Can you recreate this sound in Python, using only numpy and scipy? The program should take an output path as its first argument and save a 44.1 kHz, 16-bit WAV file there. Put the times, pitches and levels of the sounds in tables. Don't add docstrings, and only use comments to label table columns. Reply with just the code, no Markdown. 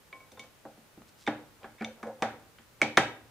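import sys
import numpy as np
from scipy import signal
from scipy.fft import rfft, irfft, next_fast_len
from scipy.io import wavfile

SR = 44100
rng = np.random.default_rng(int(sys.argv[2]) if len(sys.argv) > 2 else 0)


def waveform_to_disk(signal):
    frames = np.transpose(np.atleast_2d(signal))
    scaled = np.clip(frames, -1, 1) * 32767
    samples = np.round(scaled).astype(np.int16)
    wavfile.write(sys.argv[1], SR, samples)


N = 145530
RING = 32768
AGE = np.arange(RING) / SR
RISE_CYCLES = 1

# f/Hz, level/dB, t60/s
DAMPED_MODES = [(69.7, -14, 0.35), (130, -9, 0.27), (238, 5, 0.13), (417, 0.5, 0.026), (790, 3, 0.17),
                (1040, 0, 0.02), (1480, 2.5, 0.028), (2240, 2, 0.028), (2770, -2.5, 0.01),
                (3230, -0.5, .03), (4520, -0.5, 0.01), (6400, 1.5, 0.0083), (9560, 0.5, 0.064),
                (13400, -9.5, 0.038)]


def from_db(db):
    return 10 ** (np.asarray(db) / 20)


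def at_hz(rows, hz):
    freqs, *columns = np.transpose(rows)
    log_hz = np.log(np.maximum(hz, 1))
    return [np.interp(log_hz, np.log(freqs), column) for column in columns]


def unit(x):
    return x / np.sqrt(np.sum(x ** 2) + 1e-20)


def add(out, s, sound):
    start = max(int(s * SR), 0)
    out[start:start + len(sound)] += sound[:max(N - start, 0)]


def dying(t60):
    return from_db(-60 * AGE / max(t60, 1e-3))


def coloured(x, spectrum):
    size = 2 * next_fast_len(len(x))
    bins_hz = np.arange(size // 2 + 1) * SR / size
    cepstrum = irfft(np.log(from_db(at_hz(spectrum, bins_hz)[0])))
    cepstrum[1:size // 2] *= 2
    cepstrum[size // 2 + 1:] = 0
    response = np.exp(rfft(cepstrum))
    return irfft(rfft(x, size) * response)[:len(x)]


def noise_bands(size):
    edges = 60 * 2 ** (np.arange(25) / 3)
    lead_in = RING // 8
    white = rng.standard_normal((2, size + lead_in))
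    for k, (low, high) in enumerate(zip(edges, edges[1:])):
        band_pass = signal.butter(2, [low, high], "band", fs=SR, output="sos")
        band = signal.sosfilt(band_pass, white[k % 2])
        yield np.sqrt(low * high), np.sqrt(2 * (high - low) / SR), band[-size:]


def knocks():
    # t/s, five relative band levels/dB, favoured case mode f/Hz, free ringing level/dB
    contacts = [(0.1271, -59, -55, -58, -51.5, -77, 512, 1.5), (0.201, -72, -57, -73, -73, -78, 512, 0),
                (0.32, -62, -58, -73, -65, -63, 525, 3.5), (0.373, -57, -54.5, -57, -68, -77, 512, 2.5),
                (0.394, -61.5, -53, -69, -45, -54, 512, 2), (0.439, -60, -58.5, -67, -65, -67, 222, -3.5),
                (0.652, -53, -45, -53.5, -80, -81, 545, 2), (0.685, -75, -64, -80, -82, -87, 545, 1),
                (0.774, -57.5, -60.5, -79, -78, -90, 222, -6),
                (0.972, -45.5, -60.5, -74, -80, -81, 301, -11), (1.265, -49.5, -64, -61, -49, -57, 301, -9),
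                (1.2752, -32, -28.5, -32, -35, -53.5, 301, -2), (1.631, -57, -52, -66, -51, -81, 668, -4),
                (1.644, -49.5, -48.5, -45, -56.5, -77, 775, -1.5),
                (1.809, -42, -39, -49, -58, -69, 222, 2.5), (1.822, -46, -49, -40.5, -52, -63, 222, -1),
                (1.8449, -63, -42, -63, -41.5, -56, 507, 0), (2.03, -46, -41.5, -42.5, -56.5, -60, 222, 0),
                (2.069, -53.5, -44, -58, -62, -66, 512, 8), (2.2225, -32.5, -27, -28, -34, -44, 795, -3.5),
                (2.585, -62, -71, -60.5, -55.5, -76, 775, -1),
                (2.816, -31, -27.5, -31.5, -26, -37.5, 530, 0),
                (2.972, -29, -30, -26, -24.5, -31.5, 301, -2.5),
                (2.975, -28, -23, -20, -21.5, -47, 775, -2)]
    # lower f/Hz, upper f/Hz
    bands_hz = [(150, 450), (450, 1100), (1100, 2000), (2000, 4500), (4500, 12000)]
    # f/Hz, relative level/dB, t60/s
    case_modes = [(112.2, -9, 0.56), (136.5, -12.5, 0.56), (222.8, 3.5, 0.35), (303.7, 2, 0.34),
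                  (385.6, -12.5, 0.31), (416.6, -6, 0.22), (503, -5, 0.41), (540.4, 0, 0.3),
                  (662.4, -13.5, 0.1), (779, 3, 0.23), (807.7, 5, 0.2), (1312.6, 1.5, 0.17),
                  (1460, -3.5, 0.3), (1690, -2, 0.27), (1843, -11, 0.43), (2163, -6, 0.21)]
    knock_db = -3.5
    case_db, case_spread_db = -43.5, 2
    favour_db, favour_octaves = 7.5, 0.11
    snap_delay_s = 0.003
    top_hz, top_rolloff = 12900, 0.77

    clatter, rings, snaps = np.zeros((3, N))
    low, high = np.transpose(bands_hz)
    centre_hz = np.sqrt(low * high)
    per_hz_db = 10 * np.log10(SR * SR / 100 / (high - low))
    mode_hz, mode_db, _ = np.transpose(case_modes)
    modes = []
    for hz, _, t60 in case_modes:
        build_up = 1 - np.exp(-AGE * hz / RISE_CYCLES)
        modes.append(np.sin(2 * np.pi * hz * AGE) * dying(t60) * build_up / 2)
    modes = np.array(modes)
    snap = coloured(signal.unit_impulse(RING // 4), DAMPED_MODES)

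    bursts = clatter_bursts(len(contacts))
    for (s, *levels, favoured_hz, free_db), burst in zip(contacts, bursts):
        colour = np.c_[centre_hz, knock_db + per_hz_db + levels]
        last_step_db = colour[-1, 1] - colour[-2, 1]
        colour = np.r_[colour, [[top_hz, colour[-1, 1] + top_rolloff * last_step_db]]]
        add(clatter, s, coloured(burst, colour))
        add(snaps, s + snap_delay_s, coloured(snap, colour))

        distance = np.log2(mode_hz / favoured_hz) / favour_octaves
        db = case_db + mode_db + at_hz(colour, mode_hz)[0] + free_db
        db = db + favour_db * np.exp(-distance ** 2)
        db = db + case_spread_db * rng.standard_normal(len(case_modes))
        signs = rng.choice([-1, 1], len(case_modes))
        add(rings, s, (from_db(db) * signs) @ modes)
    return clatter, rings, snaps


def clatter_bursts(count):
    size = RING // 4
    out = np.zeros((count, size))
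    for hz, share, noise in noise_bands(count * size):
        db, t60 = at_hz(DAMPED_MODES, hz)
        build_up = 1 - np.exp(-AGE * hz / RISE_CYCLES)
        shape = (dying(t60) * build_up)[:size]
        parts = noise.reshape(count, size)
        out += from_db(db) * share * np.array([unit(part * shape) for part in parts])
    return out


def clinks():
    # t/s, levels of the four modes/dB, free ringing level as the grip allows/dB
    contacts = [(0.1277, -49, -32, -65, -75, -0.5), (0.203, -66, -51, -80, -75, 10.5),
                (0.317, -73, -48, -44.5, -44, -19), (0.373, -56, -67, -55, -72, -1),
                (0.394, -70, -34.5, -46.5, -38, 2), (1.267, -47, -23, -31.5, -36, -9.5),
                (1.275, -57, -31, -22.5, -55, -20), (1.783, -64, -47, -59, -70, -6),
                (1.811, -65, -25.5, -56, -65, -15), (1.8458, -60, -20.5, -25, -28, -18.5),
                (2.028, -47, -36.5, -54, -48, -5), (2.223, -47, -25, -29.5, -29, -16),
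                (2.816, -42, -1.5, -39, -28, -26), (2.829, -55, -8, -47, -27, -24),
                (2.972, -28, -30, -9, -17.5, -29)]
    # f/Hz, free ring level against the first burst/dB, t60/s
    shaft_modes = [(1055.5, 8.5, 0.35), (2248, -5.5, 0.2), (3588, 2, 0.14), (6050, -22, 0.23)]
    burst_t60_s, burst_rise_s = 0.012, 0.0012
    split_hz, twin_db = 27, -16

    bursts, rings = np.zeros(N), np.zeros(N)
    swell = 1 - np.exp(-(AGE / burst_rise_s) ** 2)
    for k, (hz, ring_db, t60) in enumerate(shaft_modes):
        tone = swell * np.sin(2 * np.pi * hz * AGE)
        twin = swell * from_db(twin_db) * np.sin(2 * np.pi * (hz + split_hz) * AGE)
        burst = tone * dying(burst_t60_s)
        ring = (tone + twin) * dying(t60) / 2
        for s, *levels, free_db in contacts:
            add(bursts, s, from_db(levels[k]) * burst)
            add(rings, s, from_db(levels[k] + ring_db + free_db) * ring)
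    return bursts, rings


def rubs():
    # t/s, length/s, level/dB, centre f/Hz, width/Hz
    strokes = [(1.065, 0.043, -68, 4340, 6000), (1.17, 0.093, -64, 4170, 6240),
               (1.605, 0.066, -56.5, 650, 490), (1.775, 0.083, -56, 1940, 1190),
               (1.86, .065, -51.5, 529, 65.4), (1.951, 0.085, -62.5, 586, 710),
               (2.046, 0.094, -49, 780, 159.4), (2.039, 0.082, -42.5, 534, 68.7),
               (2.12, 0.036, -51.5, 525, 50), (2.18, 0.13, -54.5, 705, 400), (2.795, 0.034, -57, 680, 900)]
    slips_per_s = 2500

    out = np.zeros(N)
    for s, length, db, hz, width_hz in strokes:
        stroke = np.sin(np.pi * np.minimum(AGE / length, 1))
        happens = rng.random(RING) < slips_per_s / SR
        slips = happens * rng.standard_normal(RING) * stroke
        b, a = signal.iirpeak(hz, hz / width_hz, fs=SR)
        rub = signal.lfilter(b, a, signal.lfilter(b, a, slips + 1e-18))
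        add(out, s, from_db(db) * np.sqrt(length * SR) * unit(rub))
    return out


def tick():
    tick_s, impulse_db = 1.0197, -17
    click = from_db(impulse_db) * signal.unit_impulse(N, int(tick_s * SR))
    band_pass = signal.butter(2, [200, 1440], "band", fs=SR, output="sos")
    return signal.sosfilt(band_pass, click + 1e-18)


def garage(x):
    # f/Hz, reverberation level/dB, t60/s, side against mid level/dB
    room = [(99, -5, 0.98, -7), (250, -10.5, 0.74, -15), (563, -3, 0.48, -12), (1290, -5.5, 0.42, -8.5),
            (2600, -4.5, 0.4, -1), (5600, -5.5, 0.3, 3.5), (11900, -5.5, 0.3, -0.5)]
    first_echo_s = 0.0028
    early_db, early_t60_s = 7, 0.027

    response = np.zeros((2, RING))
    onset = np.clip(AGE / first_echo_s - 0.5, 0, 1)
    early = from_db(early_db) * dying(early_t60_s)
    for hz, share, noise in noise_bands(2 * RING):
        db, t60, side_db = at_hz(room, hz)
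        shape = onset * (dying(t60) + early)
        mid = unit(noise[:RING] * shape)
        side = from_db(side_db) * unit(noise[RING:] * shape)
        response += from_db(db) * share * np.array([mid + side, mid - side])
    return signal.fftconvolve(x[None], response, axes=1)[:, :N]


def hiss():
    # f/Hz, relative level/dB
    spectrum = [(15, -24), (25, -2), (119, 5), (209, -1.5), (598, -2), (762, -7), (848, -4.5), (997, -6),
                (1450, -5.5), (1750, -8), (1950, -8.5), (5010, -14.5), (15500, -19)]
    # f/Hz, side against mid level/dB
    width = [(30, 3), (60, -17), (120, -4.5), (500, -5), (2000, -1.5), (10000, -1)]
    mid_db = -61.5

    white = rng.standard_normal((2, N))
    mid, side = (unit(coloured(channel, spectrum)) * np.sqrt(N) for channel in white)
    side = coloured(side, width)
    return from_db(mid_db) * np.array([mid + side, mid - side])


def scene():
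    small_room_db, ring_room_db = -4, -9.5
    clatter, case_ring, snaps = knocks()
    bursts, shaft_ring = clinks()
    long_sounds = case_ring + shaft_ring + rubs()
    small = bursts + tick()
    direct = clatter + small + long_sounds
    to_room = snaps + from_db(small_room_db) * small + from_db(ring_room_db) * long_sounds
    return direct + garage(to_room) + hiss()


def record(dry):
    low_pass = signal.ellip(10, 0.1, 70, 15500, fs=SR, output="sos")
    return signal.sosfilt(low_pass, dry)


dry = scene()
out = record(dry)
waveform_to_disk(out)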